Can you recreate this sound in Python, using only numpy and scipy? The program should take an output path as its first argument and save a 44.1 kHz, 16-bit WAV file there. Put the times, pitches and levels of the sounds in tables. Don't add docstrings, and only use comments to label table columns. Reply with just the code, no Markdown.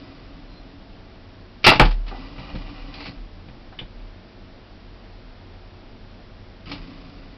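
import sys
import numpy as np
from scipy import signal
from scipy.fft import rfft, irfft, next_fast_len
from scipy.io import wavfile

SR = 44100
rng = np.random.default_rng(int(sys.argv[2]) if len(sys.argv) > 2 else 0)


def transcribe(u):
    v = np.clip(np.atleast_2d(u).T, -1, 1)
    q = np.round(v * 32767).astype(np.int16)
    wavfile.write(sys.argv[1], SR, q)


N = 325017
TIME = np.arange(N) / SR


def amp(db):
    return 10 ** (np.asarray(db) / 20)


def unit(x):
    return x / np.sqrt(np.mean(x ** 2) + 1e-20)


def add(mix, start_s, sound):
    part = mix[round(start_s * SR):][:len(sound)]
    part += sound[:len(part)]


def colour(x, spectrum):
    size = next_fast_len(len(x))
    hz, db = np.transpose(spectrum)
    gain_db = np.interp(np.log(np.fft.rfftfreq(size, 1 / SR) + 1), np.log(hz + 1), db)
    return irfft(rfft(x, size) * amp(gain_db), size)[:len(x)]


def resonate(x, rings):
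    out = 0
    for hz, width, db in rings:
        b, a = signal.iirpeak(hz, hz / width, SR)
        out = out + amp(db) * unit(signal.lfilter(b, a, signal.lfilter(b, a, x)))
    return unit(out)


def low_pass(x, hz, taps):
    return signal.oaconvolve(x, signal.firwin(taps, hz, window=("kaiser", 9), fs=SR), "same")


def ring(modes, t):
    return sum(amp(db - 60 * t / t60) * np.sin(2 * np.pi * (hz * t + rng.random()))
               for hz, db, t60 in modes)


def drift(per_s):
    knots = rng.standard_normal(2048)
    return unit(np.interp(TIME * per_s, np.arange(len(knots)), knots))


def ticks(per_s, spread_db):
    size = amp(spread_db * np.minimum(rng.exponential(1, N), 4)) * rng.choice([-1, 1], N)
    return unit(size * (rng.random(N) < per_s / SR))


def stroke(start_s, stop_s, attack_s, release_db_per_s):
    attack = 1 - np.exp(-np.maximum(TIME - start_s, 0) / attack_s)
    return attack * amp(-release_db_per_s * np.maximum(TIME - stop_s, 0))


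def frame_blows(modes_db=-17, rise_s=0.0006, rattle_t60_s=0.12, damping_db_per_s=70):
    # start_s, level_db, bass_db, treble_db
    blows = [ (1.631, -48, -5, 9.5), (1.6418, -12.5, -10, 4), (1.6651, 1, -6, -1), (1.683, -7, 6.5, 0.5),
             (1.7155, -6, -14, -26), (1.733, -15, -13, -7), (1.755, -21.5, 8, -4), (1.7962, 2, -3, -13),
             (1.812, -6.5, 0, -37), (1.851, -26, 17, 2), (1.909, -32, -6, -1.5), (2.066, -40.5, -14, -2),
             (2.0803, -36.5, 3, 0.5), (2.381, -35.5, 11, -10), (2.552, -37, 19.5, -3),
             (2.9396, -39.5, -5, 5), (3.005, -33, -11, -2.5), (3.058, -34.5, -2, 1), (3.484, -45, 6, -5),
             (3.724, -39, -9, -27), (3.811, -38.5, 2, -8), (6.695, -37, 7, -4), (6.715, -29.5, -8, 3.5),
             (6.752, -38, 6, -5)]
    # freq_hz, density_db
    frame_spectrum = [(30, -8.5), (60, -11), (125, -7.5), (240, -13), (335, -9), (560, -14), (850, -8),
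                      (1030, -12.5), (1300, -16), (1650, -14), (2450, -10), (3400, -12), (4700, -15),
                      (5900, -23)]
    # pitch_hz, level_db, t60_s
    frame_modes = [(118.3, -7, 0.23), (130.4, 3, 0.21), (175.7, 5.5, 0.22), (289.5, -4.5, 0.19),
                   (337, 7, 0.05), (498, -6, 0.29), (656, -2, 0.12), (770, 0, 0.083), (826, -3, 0.2),
                   (853, 2.5, 0.17), (1130, -2, 0.068), (1265, 5.5, 0.095), (1450, 4, 0.056),
                   (1710, -17, 0.13), (1804, -7, 0.14), (2000, -1.5, 0.25), (2355, 3, 0.17),
                   (2590, -4, 0.1)]
    out, t = np.zeros(N), np.arange(SR // 2) / SR
    for start_s, db, bass_db, treble_db in blows:
        rattle = unit(colour(rng.standard_normal(len(t)), frame_spectrum)) * amp(-60 * t / rattle_t60_s)
        tones = amp(modes_db - damping_db_per_s * t) * ring(frame_modes, t)
        hit = (rattle + tones) * (1 - np.exp(-t / rise_s))
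        contact = [(150, bass_db), (600, 0), (1400, 0.0016), (4500, treble_db)]
        padded = np.pad(hit, (SR // 100, 0))
        add(out, start_s - .01, amp(db) * colour(padded, contact))
    return out


def springs(rise_s=0.0015, t60_s=0.15):
    # start_s, level_db
    jolts = [(1.6437, -11.5), (1.65, -19), (1.666, -8), (1.692, -12), (6.657, -40), (6.716, -42)]
    # centre_hz, width_hz, level_db
    steel_rings = [(1320, 140, 1), (1980, 170, -6), (2390, 220, -2.5), (2674, 450, 7.5), (3210, 220, -14),
                   (3970, 200, -7.5), (4050, 240, -13), (4760, 600, 0.5)]
    out, t = np.zeros(N), np.arange(SR // 2) / SR
    for start_s, db in jolts:
        clang = resonate(rng.standard_normal(len(t)), steel_rings)
        add(out, start_s, amp(db - 60 * t / t60_s) * clang * (1 - np.exp(-t / rise_s)))
    return out


def catch(snap_db=-4, snap_t60_s=0.055, rise_s=0.0008):
    # start_s, level_db
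    clicks = [(3.7887, -25), (3.7973, -29.5)]
    # pitch_hz, level_db, t60_s
    catch_modes = [(1500, -19, 0.027), (2270, -9, 0.026), (2980, -0.5, 0.039), (3520, -6, .03),
                   (3540, -17, 0.063)]
    # freq_hz, density_db
    snap_spectrum = [(400, -0.5), (1300, -12), (2400, -1.5), (3500, 3), (4100, -13), (5500, -19)]
    out, t = np.zeros(N), np.arange(SR // 5) / SR
    for start_s, db in clicks:
        noise = unit(colour(rng.standard_normal(len(t)), snap_spectrum))
        snap = amp(snap_db - 60 * t / snap_t60_s) * noise
        add(out, start_s, amp(db) * (ring(catch_modes, t) + snap) * (1 - np.exp(-t / rise_s)))
    return out


def sled(start_s=2.075, meets_catch_s=2.95, stop_s=3.085, grind_rise_db_per_s=60.5):
    # freq_hz, density_db
    rail_spectrum = [(29, -38), (50, -2), (130, -17), (301, -11.5), (391, -35), (468, -17), (1040, -18.5),
                     (1150, -18), (1610, -27.5), (2880, -26), (3370, -27), (4930, -29), (5900, -34.5),
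                     (7670, -54), (13000, -120)]
    # centre_hz, width_hz, level_db
    rail_rings = [(805, 110, -6), (1170, 110, -9), (1980, 240, -1), (2440, 360, 0), (2810, 520, 1),
                  (3940, 120, -10), (4310, 1200, -17)]
    grains = ticks(per_s=2500, spread_db=2) * amp(1.3 * drift(per_s=50))
    scrape = amp(3) * unit(colour(grains, rail_spectrum)) + amp(-8) * resonate(grains, rail_rings)
    grind = resonate(ticks(per_s=2000, spread_db=0), [(2370, 1000, 0.015), (4250, 910, 0)])
    rub_db = -48.5 + 4.5 * np.exp(-((TIME - 2.45) / 0.086) ** 2)
    press_db = -49 + grind_rise_db_per_s * (np.clip(TIME, meets_catch_s, stop_s) - meets_catch_s)
    sliding = stroke(start_s, stop_s, attack_s=0.0069, release_db_per_s=330)
    climbing = stroke(meets_catch_s, stop_s, attack_s=.003, release_db_per_s=594)
    return sliding * amp(rub_db) * scrape + climbing * amp(press_db) * grind


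def drive_effort(surge_db=6.5, surge_s=0.046):
    # start_s, stop_s, level_db, sag_db_per_s
    spells = [(-.3, 1.4, 1.5, 11), (2.15, 3.1, -2.5, 0), (3.1, 3.75, -14, 3), (6.665, 7.45, 1, 10)]
    out = np.zeros(N)
    for start_s, stop_s, db, sag_db_per_s in spells:
        age = np.maximum(TIME - start_s, 0)
        running = stroke(start_s, stop_s, attack_s=0.012, release_db_per_s=107)
        out += running * amp(db + surge_db * np.exp(-age / surge_s) - sag_db_per_s * age)
    return out


def chain_drive(effort, gears_db=-44, chain_db=-50.5, links_per_s=26):
    # centre_hz, width_hz, level_db
    gearbox_rings = [(164.4, 41, -2), (217, 16, -16.5), (282, 51, -0.5), (546, 61, -12.5), (737, 32, -16.5)]
    # centre_hz, width_hz, level_db
    chain_rings = [(1183, 340, 2), (1420, 98, -14.5), (2016, 69, -3.5), (2480, 710, 2), (2704, 70, -7.5),
                   (2950, 100, -4), (3670, 1040, 0.5), (4360, 1100, -1), (4770, 320, -9.5)]
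    growl = resonate(rng.standard_normal(N), gearbox_rings)
    links = np.cumsum(links_per_s * (1 + 0.07 * drift(per_s=6))) / SR
    link_pulse = amp(1.6 * np.cos(2 * np.pi * links))
    rustle = resonate(ticks(per_s=1800, spread_db=2) * link_pulse, chain_rings)
    squeak_gain = amp(-58) * np.exp(-((TIME - .55) / .06) ** 2)
    squeak = squeak_gain * resonate(rng.standard_normal(N), [(4120, 160, 0)])
    return amp(gears_db) * effort * growl + amp(chain_db) * effort ** 1.53 * rustle + squeak


def toy(landing_s=2.1117, landing_db=-25.5, hop_s=0.021, hop_shrink=0.76, hop_loss_db=5.5):
    # centre_hz, width_hz, level_db
    toy_rings = [(303, 170, 0), (626, 110, -2.5), (766, 160, 5), (1070, 250, -5.5), (1320, 170, -24)]
    rise_s, t60_s = 0.00099, 0.099
    out, t, start_s = np.zeros(N), np.arange(SR // 4) / SR, landing_s
    for hop in range(4):
        knock = resonate(rng.standard_normal(len(t)), toy_rings) * (1 - np.exp(-t / rise_s))
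        add(out, start_s, amp(landing_db - hop_loss_db * hop - 60 * t / t60_s) * knock)
        start_s += hop_s * hop_shrink ** hop
    return out


def table(effort, rock_hz=36.22, rock_t60_s=0.86, rest_db=-48.5, driven_db=-46.5):
    # start_s, level_db
    shoves = [(1.8119, -7.5), (2.537, -26.5), (2.79, -33.5), (3.171, -32), (3.823, -34), (3.961, -34.5)]
    # start_s, level_db
    bumps = [(2.377, -37), (2.5433, -27.5), (2.571, -34), (3.085, -35.5), (3.486, -38.5), (3.812, -34),
             (6.697, -45)]
    # pitch_hz, level_db, t60_s
    top_modes = [(58, 0, 0.14), (94, -9, 0.098), (124, 0, 0.19), (211, -4, 0.087), (288, -4.5, 0.1),
                 (513, -5.5, 0.066)]
    out, t = np.zeros(N), np.arange(SR) / SR
    for start_s, db in shoves:
        add(out, start_s, amp(db - 60 * t / rock_t60_s) * np.sin(2 * np.pi * rock_hz * t))
    for start_s, db in bumps:
        add(out, start_s, amp(db) * ring(top_modes, t) * (1 - np.exp(-t / .002)))
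    tremble = np.hypot(amp(rest_db), amp(driven_db) * effort)
    return out + tremble * resonate(rng.standard_normal(N), [(rock_hz, 15, 0)])


def reflections(x, t60_s=0.21, echoes_per_s=2500, first_s=.004):
    t = np.arange(SR // 2) / SR
    echoes = rng.choice([-1, 1], len(t)) * (rng.random(len(t)) < echoes_per_s / SR)
    response = echoes * (t > first_s) * amp(-60 * t / t60_s)
    return signal.oaconvolve(x, response / np.linalg.norm(response))[:N]


def background(hiss_db=-46, drone_db=-58.5, hum_trim_db=-2):
    # freq_hz, density_db
    hiss_spectrum = [(11, -44), (18, 2), (49, -4.5), (65, -11.5), (98, -2.5), (148, -14), (184, -7.5),
                     (338, -12.5), (363, -14), (391, -21), (431, -15), (635, -17.5), (770, -20.5),
                     (4740, -29.5), (5900, -33), (7670, -72), (13000, -120)]
    # pitch_hz, level_db
    hum_partials = [(91.5, -51.5), (188.4, -68), (366.1, -60), (430.7, -69.5), (646.0, -63.5)]
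    hiss = unit(colour(rng.standard_normal(N), hiss_spectrum))
    drone = resonate(rng.standard_normal(N), [(241, 37, 0.5), (312.6, 60, -13), (719, 310, -1.5)])
    fan_time = np.cumsum(1 + 0.00806 * drift(per_s=6.3)) / SR
    hum = sum(amp(db + hum_trim_db + 2 * drift(per_s=10)) * np.sin(2 * np.pi * hz * fan_time)
              for hz, db in hum_partials)
    return amp(hiss_db) * hiss + amp(drone_db) * drone + np.sqrt(2) * hum


def scene():
    effort = drive_effort()
    direct = frame_blows() + springs() + catch() + sled() + chain_drive(effort) + toy()
    return (direct + amp(-10.5) * reflections(direct) + table(effort) + background())[None]


def record(dry, overload=0.83, ceiling=0.73, knee=16):
    # freq_hz, gain_db
    treble = [(5500, 0), (10000, 0.5), (15500, 1.5)]
    clipped = np.clip(dry[0], -overload, overload)
    narrow = low_pass(clipped, hz=5654, taps=151)
    flattened = narrow / (1 + np.abs(narrow / ceiling) ** knee) ** (1 / knee)
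    return low_pass(colour(flattened, treble), hz=16000, taps=511)[None]


dry = scene()
out = record(dry)
transcribe(out)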